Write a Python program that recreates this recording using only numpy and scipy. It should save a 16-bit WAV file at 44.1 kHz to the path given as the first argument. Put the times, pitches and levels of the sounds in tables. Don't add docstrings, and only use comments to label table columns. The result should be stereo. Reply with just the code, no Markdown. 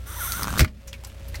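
import sys
import numpy as np
from scipy import signal
from scipy.fft import rfft, irfft, next_fast_len
from scipy.io import wavfile
from scipy.ndimage import uniform_filter1d, map_coordinates

SR = 44100
rng = np.random.default_rng(int(sys.argv[2]) if len(sys.argv) > 2 else 0)


def generate_wav(signal):
    frames = np.transpose(np.atleast_2d(signal))
    scaled = np.clip(frames, -1, 1) * 32767
    pcm = np.round(scaled).astype(np.int16)
    wavfile.write(sys.argv[1], SR, pcm)


N = 61739
POP_S = .5948


def amp(db):
    return 10 ** (np.asarray(db) / 20)


def unit(x):
    return x / np.sqrt(np.mean(x ** 2) + 1e-20)


def clock():
    return np.arange(N) / SR


def curves(rows):
    times, *columns = np.transpose(rows)
    return [np.interp(clock(), times, column) for column in columns]


def wobble(rate):
    return map_coordinates(rng.standard_normal(400), [clock() * rate], mode="mirror")


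def white():
    return rng.standard_normal(N)


def filtered(x, response):
    size = next_fast_len(N + SR // 2)
    spectrum = rfft(x, size) * response(np.fft.rfftfreq(size, 1 / SR))
    return irfft(spectrum, size)[:N]


def coloured(x, points):
    f, db = np.transpose(points)
    return unit(filtered(x, lambda hz: amp(np.interp(np.log(hz + 1), np.log(f), db))))


def noise(points):
    return coloured(white(), points)


def resonate(x, peaks):
    def response(f):
        total = 0
        for centre, width, db in peaks:
            damping = 1j * f * width
            total = total + amp(db) * damping / (centre * centre - f * f + damping)
        return total
    return unit(filtered(x, response))


def envelope(start, attack, hold, t60):
    age = clock() - start
    return np.clip(age / attack, 0, 1) * amp(-60 * np.maximum(age - hold, 0) / t60)


def grainy(depth_db, smoothing):
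    return unit(amp(depth_db * unit(uniform_filter1d(white(), size=smoothing))))


def blip(s, hz, width, sag):
    age = np.clip(clock() - s, -10 * width, 10 * width)
    swell = 1 / np.cosh(age / width * np.sqrt(2))
    cycles = hz * (1 - np.exp(-sag * age)) / sag
    return swell * np.sin(2 * np.pi * cycles), swell


# t/s, engine hum level/dB, tread on asphalt level/dB
CAR_LEVELS = [(0, -37, -54.5), (.55, -35, -40.5), (.72, -40.5, -61.5), (.81, -48, -58), (.88, -40.5, -57),
              (1.15, -40, -53.5), (1.4, -33, -50)]
# multiple of the firing rate, relative level/dB
ENGINE_ORDERS = [(.5, -19), (1, 3), (1.5, -2.5)]
# f/Hz, relative level/dB
ENGINE_RUMBLE = [(20, -5.5), (50, 4.5), (120, -3.5), (240, -17), (600, -18), (1200, -68)]
# f/Hz, relative level/dB
TREAD_SPECTRUM = [(300, -36), (550, 8), (900, 1.5), (2400, 1.5), (15500, -14.5)]


def car():
    engine_db, tread_db = curves(CAR_LEVELS)
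    mean_firing_hz, mean_whine_hz = 59.85, 550
    firings = np.cumsum(mean_firing_hz * (1 + .015 * wobble(12))) / SR
    hum = sum(amp(db) * np.sin(2 * np.pi * (order * firings + rng.random()))
              for order, db in ENGINE_ORDERS)
    engine = amp(engine_db) * (unit(hum) + amp(-6) * noise(ENGINE_RUMBLE))
    whine_cycles = np.cumsum(mean_whine_hz * (1 + 0.0056 * wobble(34.1))) / SR
    whine_gain = amp(-53.5 + 2.5 * wobble(9.43))
    whine_fade = np.clip((clock() - 0.754) / 0.14, 0, 1)
    whine = np.sin(2 * np.pi * whine_cycles) * whine_gain * whine_fade
    tread = amp(tread_db) * grainy(depth_db=2, smoothing=90) * noise(TREAD_SPECTRUM)
    return engine + whine + tread


# t/s, level/dB
GROAN_LEVELS = [(.2, -60), (.4, -38.5), (.59, -29.5), (.66, -30), (.73, -52.5)]
# f/Hz, relative level/dB
GROAN_SPECTRUM = [(50, 2), (120, 2.5), (230, 1.5), (330, -14.5), (900, -62)]


def groan():
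    return amp(curves(GROAN_LEVELS)[0]) * noise(GROAN_SPECTRUM)


# f/Hz, level/dB, t60/s
WHEEL_MODES = [(211.4, -25, 0.26), (624, -31.5, 0.2), (1444, -38, 0.14), (2170, -28, 0.082)]


def wheel():
    age = clock() - POP_S
    out = np.zeros(N)
    for hz, db, t60 in WHEEL_MODES:
        mode = np.sin(2 * np.pi * (hz * age + rng.random()))
        out += amp(db) * envelope(POP_S, 0.0026, 0.017, t60) * mode
    return out


# t/s, crack level/dB, ring f/Hz, t60/s, ring over crack level/dB
CRACKLE_EVENTS = [(0.646, -43.5, 1370, 0.029, 16.5), (0.8738, -43.5, 12500, 0.019, 1),
                  (0.878, -45, 6080, 0.1, 5), (0.9302, -42.5, 3020, 0.022, 13),
                  (0.938, -47.5, 2420, 0.074, 8.5), (1.037, -40, 870, 0.015, -3.5),
                  (1.048, -38.5, 7400, 0.022, 3), (1.046, -48, 5060, 0.046, 8),
                  (1.07, -46, 12100, 0.079, -2.5), (1.098, -56, 3200, 0.068, 6.5),
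                  (1.283, -48, 12100, 0.076, 2.5), (1.3431, -40.5, 2020, 0.062, 7),
                  (1.3442, -47, 1070, 0.041, 3), (1.355, -41, 4200, 0.069, -1),
                  (1.3547, -37, 5150, 0.032, 1)]
# f/Hz, relative level/dB
CRACK_SPECTRUM = [(200, -37), (900, 8.5), (7000, 5.5), (12000, 0.5)]


def crackles():
    out = np.zeros(N)
    for s, db, hz, t60, ring_db in CRACKLE_EVENTS:
        ring = resonate(white(), [(hz, hz * 0.13, 0)])
        crack = noise(CRACK_SPECTRUM)
        out += amp(db) * envelope(s, 0.000093, 0.00059, t60) * (crack + amp(ring_db) * ring)
    return out


# t/s, level/dB, t60/s
SNAP_EVENTS = [(0.3209, -16.5, 0.0098), (0.4319, -14, 0.0098), (0.5813, -20, 0.01), (0.5843, -20.5, 0.023),
               (.646, -29, 0.0081)]
# f/Hz, relative level/dB
SNAP_SPECTRUM = [(500, -17), (2500, 0.5), (15000, 0.5)]


def snaps():
    gain = sum(amp(db) * envelope(s, 0.00025, 0.00015, t60) for s, db, t60 in SNAP_EVENTS)
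    return noise(SNAP_SPECTRUM) * gain


# t/s, level/dB
SPIT_EVENTS = [(0.375, -28), (0.395, -22), (0.4125, -26), (0.4233, -19.5), (0.4442, -18.5), (0.4535, -27),
               (0.4727, -19.5), (.482, -19), (0.5054, -22), (.528, -22.5), (.54, -20.5), (0.5578, -22.5),
               (0.5686, -20.5), (0.577, -18.5)]


def sputter():
    out = np.zeros(N)
    mist = noise([(600, 12.5), (1500, 1.5), (8000, 4.0), (15000, -33)])
    for s, db in SPIT_EVENTS:
        hz = 1244 * (1 + .05 * rng.standard_normal())
        tone, swell = blip(s, hz, width=0.00066, sag=130)
        out += amp(db) * (tone + amp(-6) * swell * mist)
    return out


# t/s, spray level/dB, squeal level/dB before faltering, roughness 0-1
OUTFLOW = [(.052, -62, -60, .15), (.072, -41.5, -46, .15), (.15, -39.5, -41, .3), (.2, -34.5, -39, .4),
           (.218, -32.5, -31, .35), (.262, -31, -35.5, .5), (.29, -32.5, -34, .35), (.358, -32, -33.5, .6),
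           (.425, -34.5, -35.5, .7), (.462, -44, -44, .4), (.495, -40, -35, .25), (.53, -42, -47, .9)]
# f/Hz, relative level/dB
SPRAY_SPECTRUM = [(700, -9), (1400, 2), (2600, -10), (3600, 1.5), (4600, -11), (5500, -5), (6100, 5),
                  (6800, -9), (8500, 0), (9400, 4.5), (10350, -12), (11400, 4.5), (13700, -5), (14700, 1),
                  (15600, -2)]


def spray(cycles):
    full_flow_s, rise_per_s, puff_depth = .24, .11, .45
    puffs = unit(white() * (1 + puff_depth * np.cos(2 * np.pi * cycles)) ** 2)
    since = clock() - full_flow_s
    shrill = resonate(white(), [(11500, 450, 0)]) * amp(-4) / np.cosh(since / .03)
    position = np.cumsum(1 + rise_per_s * since)
    hiss = map_coordinates(coloured(puffs, SPRAY_SPECTRUM), [position], order=5, mode="mirror")
    return amp(curves(OUTFLOW)[0]) * (hiss + shrill)


# t/s, pitch f/Hz before roughness
FLUTTER_PITCH = [(.057, 270), (.105, 305), (.14, 520), (.158, 900), (.178, 1040), (.2, 860), (.213, 700),
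                 (.228, 665), (.243, 715), (.248, 1150), (.271, 990), (.276, 660), (.296, 725), (.335, 670),
                 (.385, 780), (.42, 640), (.497, 780)]
# f/Hz, width/Hz, relative level/dB
TUB_RESONANCES = [(1016, 87, -3.5), (1330, 260, 9), (1900, 160, -8)]


def squirt():
    pitch, = curves(FLUTTER_PITCH)
    _, squeal_db, rough = curves(OUTFLOW)
    rough = np.clip(rough, 0, 1)
    jitter = .05 * unit(uniform_filter1d(white(), size=40))
    wander = .03 * wobble(110.25)
    cycles = np.cumsum(pitch * (1 + rough * (jitter + wander))) / SR

    count = np.arange(1, int(cycles[-1]))
    at = np.interp(count, cycles, np.arange(N))
    near = at.astype(int)
    scatter = amp(1.0 * white()[count])
    alternation = 1 + .4 * rough[near] * (-1) ** count
    size = scatter * alternation / np.sqrt(pitch[near])

    taps = near[:, None] + np.arange(-8, 9)
    weights = size[:, None] * np.sinc(taps - at[:, None])
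    pulses = np.bincount(np.clip(taps, 0, N - 1).ravel(), weights.ravel(), N)

    def squeal_band(f):
        return (1 - 1 / (1 + (f / 800) ** 10)) / (1 + (f / 2300) ** 10)

    squeal = unit(filtered(resonate(pulses, TUB_RESONANCES), squeal_band))
    running_power = np.abs(uniform_filter1d(squeal ** 2, size=700))
    squeal = squeal / np.sqrt(running_power + 1e-6)
    squeal = squeal * amp(9 * rough * (np.tanh(wobble(220)) - 1.0))
    return (amp(squeal_db) * squeal + spray(cycles)) * (clock() < POP_S)


# t/s, level/dB, hold/s, t60/s
TEAR_EVENTS = [(0.5927, -14.5, 0.0047, 0.033), (0.604, -23, 0.00061, 0.012), (0.6052, -20, 0.0061, 0.11),
               (0.6473, -20.5, 0.0013, 0.012), (0.675, -43.5, 0.0086, 0.039)]
# f/Hz, relative level/dB
TEAR_SPECTRUM = [(150, -5), (1000, -6.5), (2200, 2), (3300, -5.5), (5300, -3), (6500, -9.5), (9200, -8),
                 (10300, -22), (11500, -10.5), (15500, -10.5)]


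def rip():
    gain = sum(amp(db) * envelope(s, 0.00093, hold, t60) for s, db, hold, t60 in TEAR_EVENTS)
    tearing = grainy(depth_db=3, smoothing=30) * noise(TEAR_SPECTRUM) * gain
    covered = np.clip((clock() - POP_S) / 0.05, 0, 1)
    dulled = filtered(tearing, lambda hz: 1 / (1 + (hz / 4600) ** 2))
    return (1 - covered) * tearing + covered * dulled


def thump():
    start_s = .6055
    age = np.maximum(clock() - start_s, 0)
    tone = np.sin(2 * np.pi * (42 * age + 1500 * age ** 2 / 2))
    return tone * amp(-10.5) * envelope(start_s, .002, hold=.031, t60=.035)


# t/s, level/dB, f/Hz at the centre of the glug
GLUG_EVENTS = [(.5978, -17.5, 280), (.617, -22, 380), (.6315, -18.5, 235)]
# f/Hz, relative level/dB
GUSH_SPECTRUM = [(25, 1), (140, 9), (240, -2.5), (380, -6), (540, -38), (1200, -40)]


def burst():
    pop = amp(-11.5) * blip(POP_S, 1540, width=0.00099, sag=335)[0]
    gush = amp(-18) * noise(GUSH_SPECTRUM) * envelope(.594, 0.0063, 0.038, 0.035)
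    glugs = sum(amp(db) * blip(s, hz, width=.003, sag=50)[0] for s, db, hz in GLUG_EVENTS)
    return rip() + pop + thump() + glugs + gush


def wheel_arch(x):
    tail = white() * envelope(0.0026, 0.0023, 0.0059, t60=0.046)
    return x + amp(-10.5) * signal.fftconvolve(x, tail / np.linalg.norm(tail))[:N]


def scene():
    reflected = wheel_arch(crackles() + snaps() + sputter() + squirt() + burst())
    mono = car() + groan() + wheel() + reflected
    return np.array([mono, mono])


def record(dry):
    low_cut_hz, ceiling, top_hz = 22, 0.4, 15850
    dry = signal.sosfilt(signal.butter(1, low_cut_hz, "high", fs=SR, output="sos"), dry)
    rounded = dry / (1 + np.abs(dry / ceiling) ** 6) ** (1 / 6)
    return np.array([filtered(channel, lambda hz: hz < top_hz) for channel in rounded])


dry = scene()
out = record(dry)
generate_wav(out)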